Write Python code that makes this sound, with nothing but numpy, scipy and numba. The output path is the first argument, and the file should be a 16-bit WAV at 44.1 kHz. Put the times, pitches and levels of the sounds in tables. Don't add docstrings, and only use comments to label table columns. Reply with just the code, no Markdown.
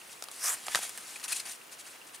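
import sys
import numpy as np
from scipy import signal
from scipy.fft import rfft, irfft
from scipy.io import wavfile
from numba import njit

SR = 44100
rng = np.random.default_rng(int(sys.argv[2]) if len(sys.argv) > 2 else 0)


def to_linear_factor(level_db):
    exponent = np.asarray(level_db, float) / 20
    return 10 ** exponent


def log_audio(samples):
    frames = np.atleast_2d(samples).T
    limited = np.clip(frames, -1, 1)
    pcm = np.round(limited * 32767).astype(np.int16)
    wavfile.write(sys.argv[1], SR, pcm)


N = 97020
T = np.arange(N) / SR


def at_hz(points, hz):
    p = np.array(points)
    return np.interp(np.log(hz), np.log(p[:, 0]), p[:, 1])


def rms_one(x):
    return x / np.sqrt(np.mean(x ** 2) + 1e-20)


def colour(x, points):
    hz = np.maximum(np.fft.rfftfreq(N, 1 / SR), 10)
    return rms_one(irfft(rfft(x) * to_linear_factor(at_hz(points, hz)), N))


def drift(rate_hz):
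    r = np.exp(-2 * np.pi * rate_hz / SR)
    white = rng.standard_normal(N + SR)
    return rms_one(signal.lfilter([1], [1, -2 * r, r * r], white)[SR:])


def hump(s, rise, fall):
    return np.exp(-2 * ((T - s) / np.where(T < s, rise, fall)) ** 2)


def ring(hz, t60, t):
    return np.sin(2 * np.pi * hz * t) * to_linear_factor(-60 * np.maximum(t, 0) / t60) * (t > 0)


@njit
def sweep(x, hz, r, sr):
    y = np.zeros(len(x))
    for i in range(2, len(x)):
        drive = x[i] - x[i - 2]
        y[i] = drive + 2 * r * np.cos(2 * np.pi * hz[i] / sr) * y[i - 1] - r * r * y[i - 2]
    return y


def resonate(x, hz, width_hz):
    return rms_one(sweep(x, hz + np.zeros(N), np.exp(-np.pi * width_hz / SR), SR))


def friction():
    grains_per_s, spread_db, flicker_db = 30000, 1.6, 0.8
    size_db = spread_db * np.minimum(rng.exponential(1, N), 3.5)
    grains = to_linear_factor(size_db) * rng.standard_normal(N) * (rng.random(N) < grains_per_s / SR)
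    return rms_one(grains * to_linear_factor(flicker_db * drift(200)))


def patchy(x):
    patchy_db, patches_per_s = 1.8, 70
    spectrum, hz = rfft(x), np.fft.rfftfreq(N, 1 / SR)
    centres = np.linspace(0, 16800, 22)
    out = np.zeros(N)
    for centre in centres:
        share = np.clip(1 - abs(hz - centre) / centres[1], 0, 1)
        out += irfft(spectrum * share, N) * to_linear_factor(patchy_db * drift(patches_per_s))
    return rms_one(out)


# start_s, level_db, edge_pitch_hz
CARD_DRAW = [
    (.36, -67, 5040),
    (.41, -49, 5450),
    (.44, -34.5, 5400),
    (0.483, -32, 5900),
    (0.496, -33, 7360),
    (.52, -36.5, 7500),
    (0.543, -37, 7640),
    (.565, -72, 7500),
]
# pitch_hz, level_db
DRAW_HISS_SPECTRUM = [(1470, -54), (2500, -46.5), (3040, -15), (4340, -11.5), (9220, 4.5), (13400, -8),
                      (16000, -20)]
# pitch_hz, level_db
DRAW_BODY_SPECTRUM = [(350, -25), (600, -7.5), (850, -5), (1200, 1), (1800, -1), (2500, -5.5),
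                      (3300, -12.5), (5000, -21)]


def card_draw(plain, grains):
    hiss_db, body_db, edge_db = -0.5, -8.5, -5.5
    edge_width_hz, edge_leads_s = 1400, 0.0088
    s, db, hz = np.transpose(CARD_DRAW)
    pull = to_linear_factor(np.interp(T, s, db, -99, -99))
    early_pull = to_linear_factor(np.interp(T + edge_leads_s, s, db, -99, -99))
    edge_hz = np.interp(T, s, hz)
    edge = resonate(resonate(plain, edge_hz, edge_width_hz), edge_hz, 2 * edge_width_hz)
    hiss = pull * to_linear_factor(hiss_db) * colour(grains, DRAW_HISS_SPECTRUM)
    body = pull * to_linear_factor(body_db) * colour(grains, DRAW_BODY_SPECTRUM)
    return hiss + body + to_linear_factor(edge_db) * early_pull * edge, pull


# start_s, rustle_level_db, left_over_right_db
HANDLING_PRESSURE = [(0.0, -55.5, 1.5), (0.15, -55, 1.5), (0.32, -56.5, 2.5), (0.45, -48, 0.5),
                     (0.64, -49.5, 0), (1.08, -49, 1.5), (1.34, -53.5, 2.5), (1.38, -47.5, 2.5),
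                     (1.51, -58, 2), (2.17, -59.5, 1), (2.2, -56, -2.5)]
# peak_s, rise_s, fall_s, level_db, body_over_hiss_db
SHORT_RUBS = [(0.129, 0.041, 0.019, -49, -19.5), (.239, .0021, 0.0051, -37, -34),
              (.315, .002, 0.13, -48.5, -23), (.668, 0.0041, 0.007, -39, -5.5), (.72, .004, .012, -49, -15),
              (.735, 0.096, .036, -42.5, -7), (0.759, 0.021, 0.057, -36, -6),
              (0.832, 0.035, 0.065, -38, -10.5), (0.834, 0.0071, 0.0066, -37, -7),
              (.896, 0.0021, 0.0032, -45.5, -3), (.982, 0.0036, 0.0081, -48, 1),
              (1.09, .03, 0.073, -49.5, -12), (1.16, 0.011, .0173, -47.5, -9), (1.232, .005, .01, -48, -3),
              (1.245, 0.013, .016, -38.5, -6.5), (1.258, 0.0027, 0.0054, -42, -1),
              (1.281, .0024, 0.088, -39.5, -10.5), (1.329, .032, .0118, -34, -11),
              (1.366, .005, .005, -39, -15), (1.367, 0.043, 0.042, -38.5, -20),
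              (1.402, 0.0065, 0.0054, -36.5, -14), (1.408, .01, 0.012, -47, -14),
              (1.459, .0113, 0.073, -44.5, -5), (1.495, 0.025, 0.017, -50, -18),
              (1.515, 0.065, 0.035, -44, -22), (1.55, .015, .02, -49, -20),
              (1.731, 0.021, 0.021, -46.5, -10), (1.797, 0.013, 0.03, -46.5, -13),
              (1.875, 0.041, 0.017, -50, -6.5), (1.91, .05, .05, -53.5, -14), (1.96, .057, .0117, -58, 1.5),
              (2.07, 0.0056, .03, -53.5, -9), (2.095, .02, .012, -55.5, -18),
              (2.148, .005, 0.0045, -42, -19), (2.161, 0.035, .009, -48, -16)]
# pitch_hz, level_db
RUB_HISS_SPECTRUM = [(1470, -23.5), (2600, -7.5), (4240, -1), (5440, -1), (9440, 1.5), (10600, -0.5),
                     (12000, -7), (16000, -20)]
# pitch_hz, level_db
RUB_BODY_SPECTRUM = [(300, -11.5), (500, -17.5), (700, -5), (1150, -4), (1800, -1), (2500, -4), (3300, -11),
                     (5000, -36.5)]


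def rubbing():
    band_hz, band_width_hz, band_db = 9270, 1080, -17
    plain = friction()
    grains = patchy(plain)
    draw, pull = card_draw(plain, grains)
    s, db, _ = np.transpose(HANDLING_PRESSURE)
    hiss_power = to_linear_factor(np.interp(T, s, db)) ** 2
    body_power = hiss_power * to_linear_factor(-7.5) ** 2
    for s, rise, fall, db, body_db in SHORT_RUBS:
        swell = hump(s, rise, fall)
        hiss_power = hiss_power + (to_linear_factor(db) * swell) ** 2
        body_power = body_power + (to_linear_factor(db + body_db) * swell) ** 2
    hiss = np.sqrt(hiss_power) * colour(grains, RUB_HISS_SPECTRUM)
    body = np.sqrt(body_power) * colour(grains, RUB_BODY_SPECTRUM)
    band = np.sqrt(hiss_power + pull ** 2) * resonate(grains, band_hz, band_width_hz)
    return hiss + body + draw + to_linear_factor(band_db) * band


# peak_s, half_length_s, level_db, pitch_hz
CARD_SQUEAKS = [(.225, .0015, -43, 3800), (.2255, .0025, -41, 1400), (.2865, .002, -46, 3200),
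                (.2866, .002, -47, 5000), (.483, .004, -38, 6000), (.486, .02, -46, 1215),
                (.523, .004, -39, 9200), (.537, .005, -44, 1600), (.666, .0062, -47.5, 7500),
                (.6845, .003, -39, 760), (.685, .003, -43, 420), (.7497, .002, -28, 3700),
                (.7499, .0022, -21, 1850), (.7562, .0015, -28, 3750), (.757, .008, -43, 540),
                (.791, .003, -41, 3100), (1.161, .003, -39, 2430), (1.165, .008, -48, 9000),
                (1.168, .004, -47, 2500), (1.249, .0079, -48, 9300), (1.2825, .0044, -43, 2626),
                (1.327, .0103, -33.5, 9145), (1.328, .005, -33.5, 4235), (1.3281, .0049, -32, 10420),
                (1.331, .0049, -30.5, 2553), (1.368, .0067, -36, 6940), (1.4, .0069, -45, 6000),
                (1.402, .005, -39, 4230), (1.403, .006, -41, 5000), (1.457, .0052, -46, 4580),
                (1.46, .007, -48, 9800), (1.496, .007, -47, 6100), (1.5, .008, -46, 9400),
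                (1.537, .003, -50, 2750), (2.021, .004, -53, 2750)]


def squeaks():
    relative_width, roughness = 0.052, 0.304
    white, out = rng.standard_normal(N), np.zeros(N)
    for s, half, db, hz in CARD_SQUEAKS:
        tone = np.sqrt(2) * np.sin(2 * np.pi * hz * T)
        skirt = roughness * hz / 4000 * resonate(white, hz, relative_width * hz)
        out += to_linear_factor(db) * hump(s, half, 0.52 * half) * (tone + skirt)
    return out


# start_s, thud_level_db, thud_pitch_hz, crack_level_db, edge_pitch_hz
EDGE_SNAPS = [(.2240, -33.5, 736, -29, 5200), (.2408, -45, 1260, -36, 8320),
              (0.2859, -35.5, 1160, -34, 3850), (0.3148, -40, 1120, -34.5, 8250),
              (0.6831, -26, 1270, -29, 2090), (.733, -43, 1620, -32, 3470), (.7481, -15, 1640, -19.5, 3680),
              (0.7559, -17, 1260, -17, 3780), (.757, -32, 700, -25, 6000), (.7735, -25.5, 1390, -32, 6400),
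              (0.7896, -29, 805, -29.5, 9100), (.8937, -43.5, 2340, -29.5, 10800),
              (0.9759, -36, 2380, -26, 9500), (1.198, -59, 3100, -43, 5000), (1.5222, -41, 2030, -43, 9000),
              (2.148, -39.5, 1840, -45, 8900)]
# pitch_hz, level_db
CRACK_SPECTRUM = [(900, -32), (1500, -6), (3900, -9.5), (6500, -5.5), (9500, -5.5), (11500, -8.5),
                  (13500, -20), (16000, -19)]


def snaps():
    rise_s, hold_s, crack_t60_s, edge_t60_s = 0.00025, 0.004, 0.0095, 0.0047
    twin_ratio, twin_db = 0.77, -9
    click_hz, click_db, click_t60_s = 7500, -30, 0.00074
    out, crackle = np.zeros(N), colour(rng.standard_normal(N), CRACK_SPECTRUM)
    for s, db, hz, crack_db, edge_hz in EDGE_SNAPS:
        t = T - s
        modes = ring(hz, 0.06, t) + to_linear_factor(twin_db) * ring(hz * twin_ratio, 0.035, t)
        out += to_linear_factor(db - 4.5) * hump(s + rise_s, rise_s, hold_s) * modes
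        crack_decay = to_linear_factor(-60 * np.maximum(t, 0) / crack_t60_s) * (t > 0)
        out += to_linear_factor(crack_db - 3.5) * crackle * crack_decay
        out += to_linear_factor(crack_db) * ring(edge_hz, edge_t60_s, t)
        out += to_linear_factor(crack_db + click_db) * ring(click_hz, click_t60_s, t)
    return out


# peak_s, level_db, centre_pitch_hz
EDGE_FLICKS = [(.2243, -23, 7200), (.2386, -35, 9000), (0.24, -24, 9000), (.2856, -34, 8600),
               (.3147, -28, 10000), (0.4705, -29, 8000), (.4830, -24, 7000), (0.522, -23, 9000),
               (.6833, -23, 2300), (.7190, -31, 6000), (.7340, -36, 3500), (.7483, -9.5, 3950),
               (.7560, -16, 4000), (.7900, -30, 8500), (.8940, -25, 9500), (.9760, -30, 8000),
               (.9840, -31, 6000), (1.1990, -32.5, 4000), (1.5227, -23.5, 8900), (1.722, -36, 8000),
               (1.7912, -39, 9000), (2.1460, -35, 8000)]


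def flicks():
    pulses = np.zeros(N)
    for s, db, hz in EDGE_FLICKS:
        phase = 2 * np.pi * hz * (T - s)
        pulses -= to_linear_factor(db) * phase * np.exp(0.5 - phase ** 2 / 2)
    return signal.sosfilt(signal.butter(2, 20000, fs=SR, output="sos"), pulses)


# peak_s, level_db, pitch_hz
PALM_THUMPS = [
    (.686, -60, 190),
    (.695, -66, 80),
    (.752, -53, 370),
    (.759, -49, 165),
    (.768, -62, 70),
    (.777, -54, 260),
    (.80, -60, 210),
    (.99, -59, 220),
]


def thumps():
    rise_s, fall_s = 0.008, 0.012
    out = np.zeros(N)
    for s, db, hz in PALM_THUMPS:
        out += to_linear_factor(db) * hump(s, rise_s, fall_s) * np.sin(2 * np.pi * hz * (T - s))
    return out


def room(x):
    tail_db, t60_s, cut_hz = -13, 0.062, 10100
    t = T[:SR // 4]
    tail = rng.standard_normal((2, len(t))) * to_linear_factor(-60 * t / t60_s) * (t > 0.0015)
    tail = signal.sosfilt(signal.butter(2, cut_hz, fs=SR, output="sos"), tail)
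    tail = tail / np.sqrt(np.sum(tail ** 2) / 2)
    return to_linear_factor(tail_db) * signal.fftconvolve(x[None], tail)[:, :N]


def ticks():
    first_s, half_period_s, attack_s, t60_s = 0.0149, 0.04, 0.00059, 0.015
    tick_hz, tick_db, weak_db, accent_db = 2760, -44, -7, 4
    out = np.zeros(N)
    for k in range(56):
        level_chance, pitch_chance = rng.standard_normal(2)
        db = tick_db + weak_db * (k % 2) + accent_db * (k % 10 == 0) + level_chance
        hz = tick_hz * (1 + 0.025 * pitch_chance)
        t = T - (first_s + k * half_period_s)
        out += to_linear_factor(db) * ring(hz, t60_s, t) * np.minimum(t / attack_s, 1)
    return out


# pitch_hz, level_db
FLOOR_SPECTRUM = [(24, -49), (60, -15), (337, 0), (1340, 1), (2600, -3), (4800, -9), (9450, -17.5),
                  (15500, -11)]
# pitch_hz, likeness (1 = the same in both)
FLOOR_LIKENESS = [(30, 1), (70, 0.71), (140, 1), (280, 0.6), (600, 0.046), (1650, 0.053), (5000, 0.48),
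                  (15000, 0.98)]


def floor():
    mid, side = rfft(rng.standard_normal((2, N)))
    hz = np.maximum(np.fft.rfftfreq(N, 1 / SR), 10)
    alike = np.clip(at_hz(FLOOR_LIKENESS, hz), 0, 1)
    pair = np.sqrt(1 + alike) * mid + np.sqrt(1 - alike) * side * [[1], [-1]]
    return to_linear_factor(-53) * rms_one(irfft(pair * to_linear_factor(at_hz(FLOOR_SPECTRUM, hz)), N))


def scene():
    no_bass = signal.butter(3, 314, "high", fs=SR, output="sos")
    cards = signal.sosfilt(no_bass, rubbing() + squeaks() + snaps() + flicks())
    s, _, pan_db = np.transpose(HANDLING_PRESSURE)
    pan = to_linear_factor(np.interp(T, s, pan_db) * [[0.5], [-0.5]])
    return cards * pan + room(cards) + thumps() + ticks() + floor()


def low_pass(x):
    return signal.sosfilt(signal.butter(12, 16510, fs=SR, output="sos"), x)


def record(dry):
    top_cut = signal.cheby2(14, 60, 16350, fs=SR, output="sos")
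    mix = signal.sosfilt(top_cut, dry)
    return low_pass(mix)


dry = scene()
out = record(dry)
log_audio(out)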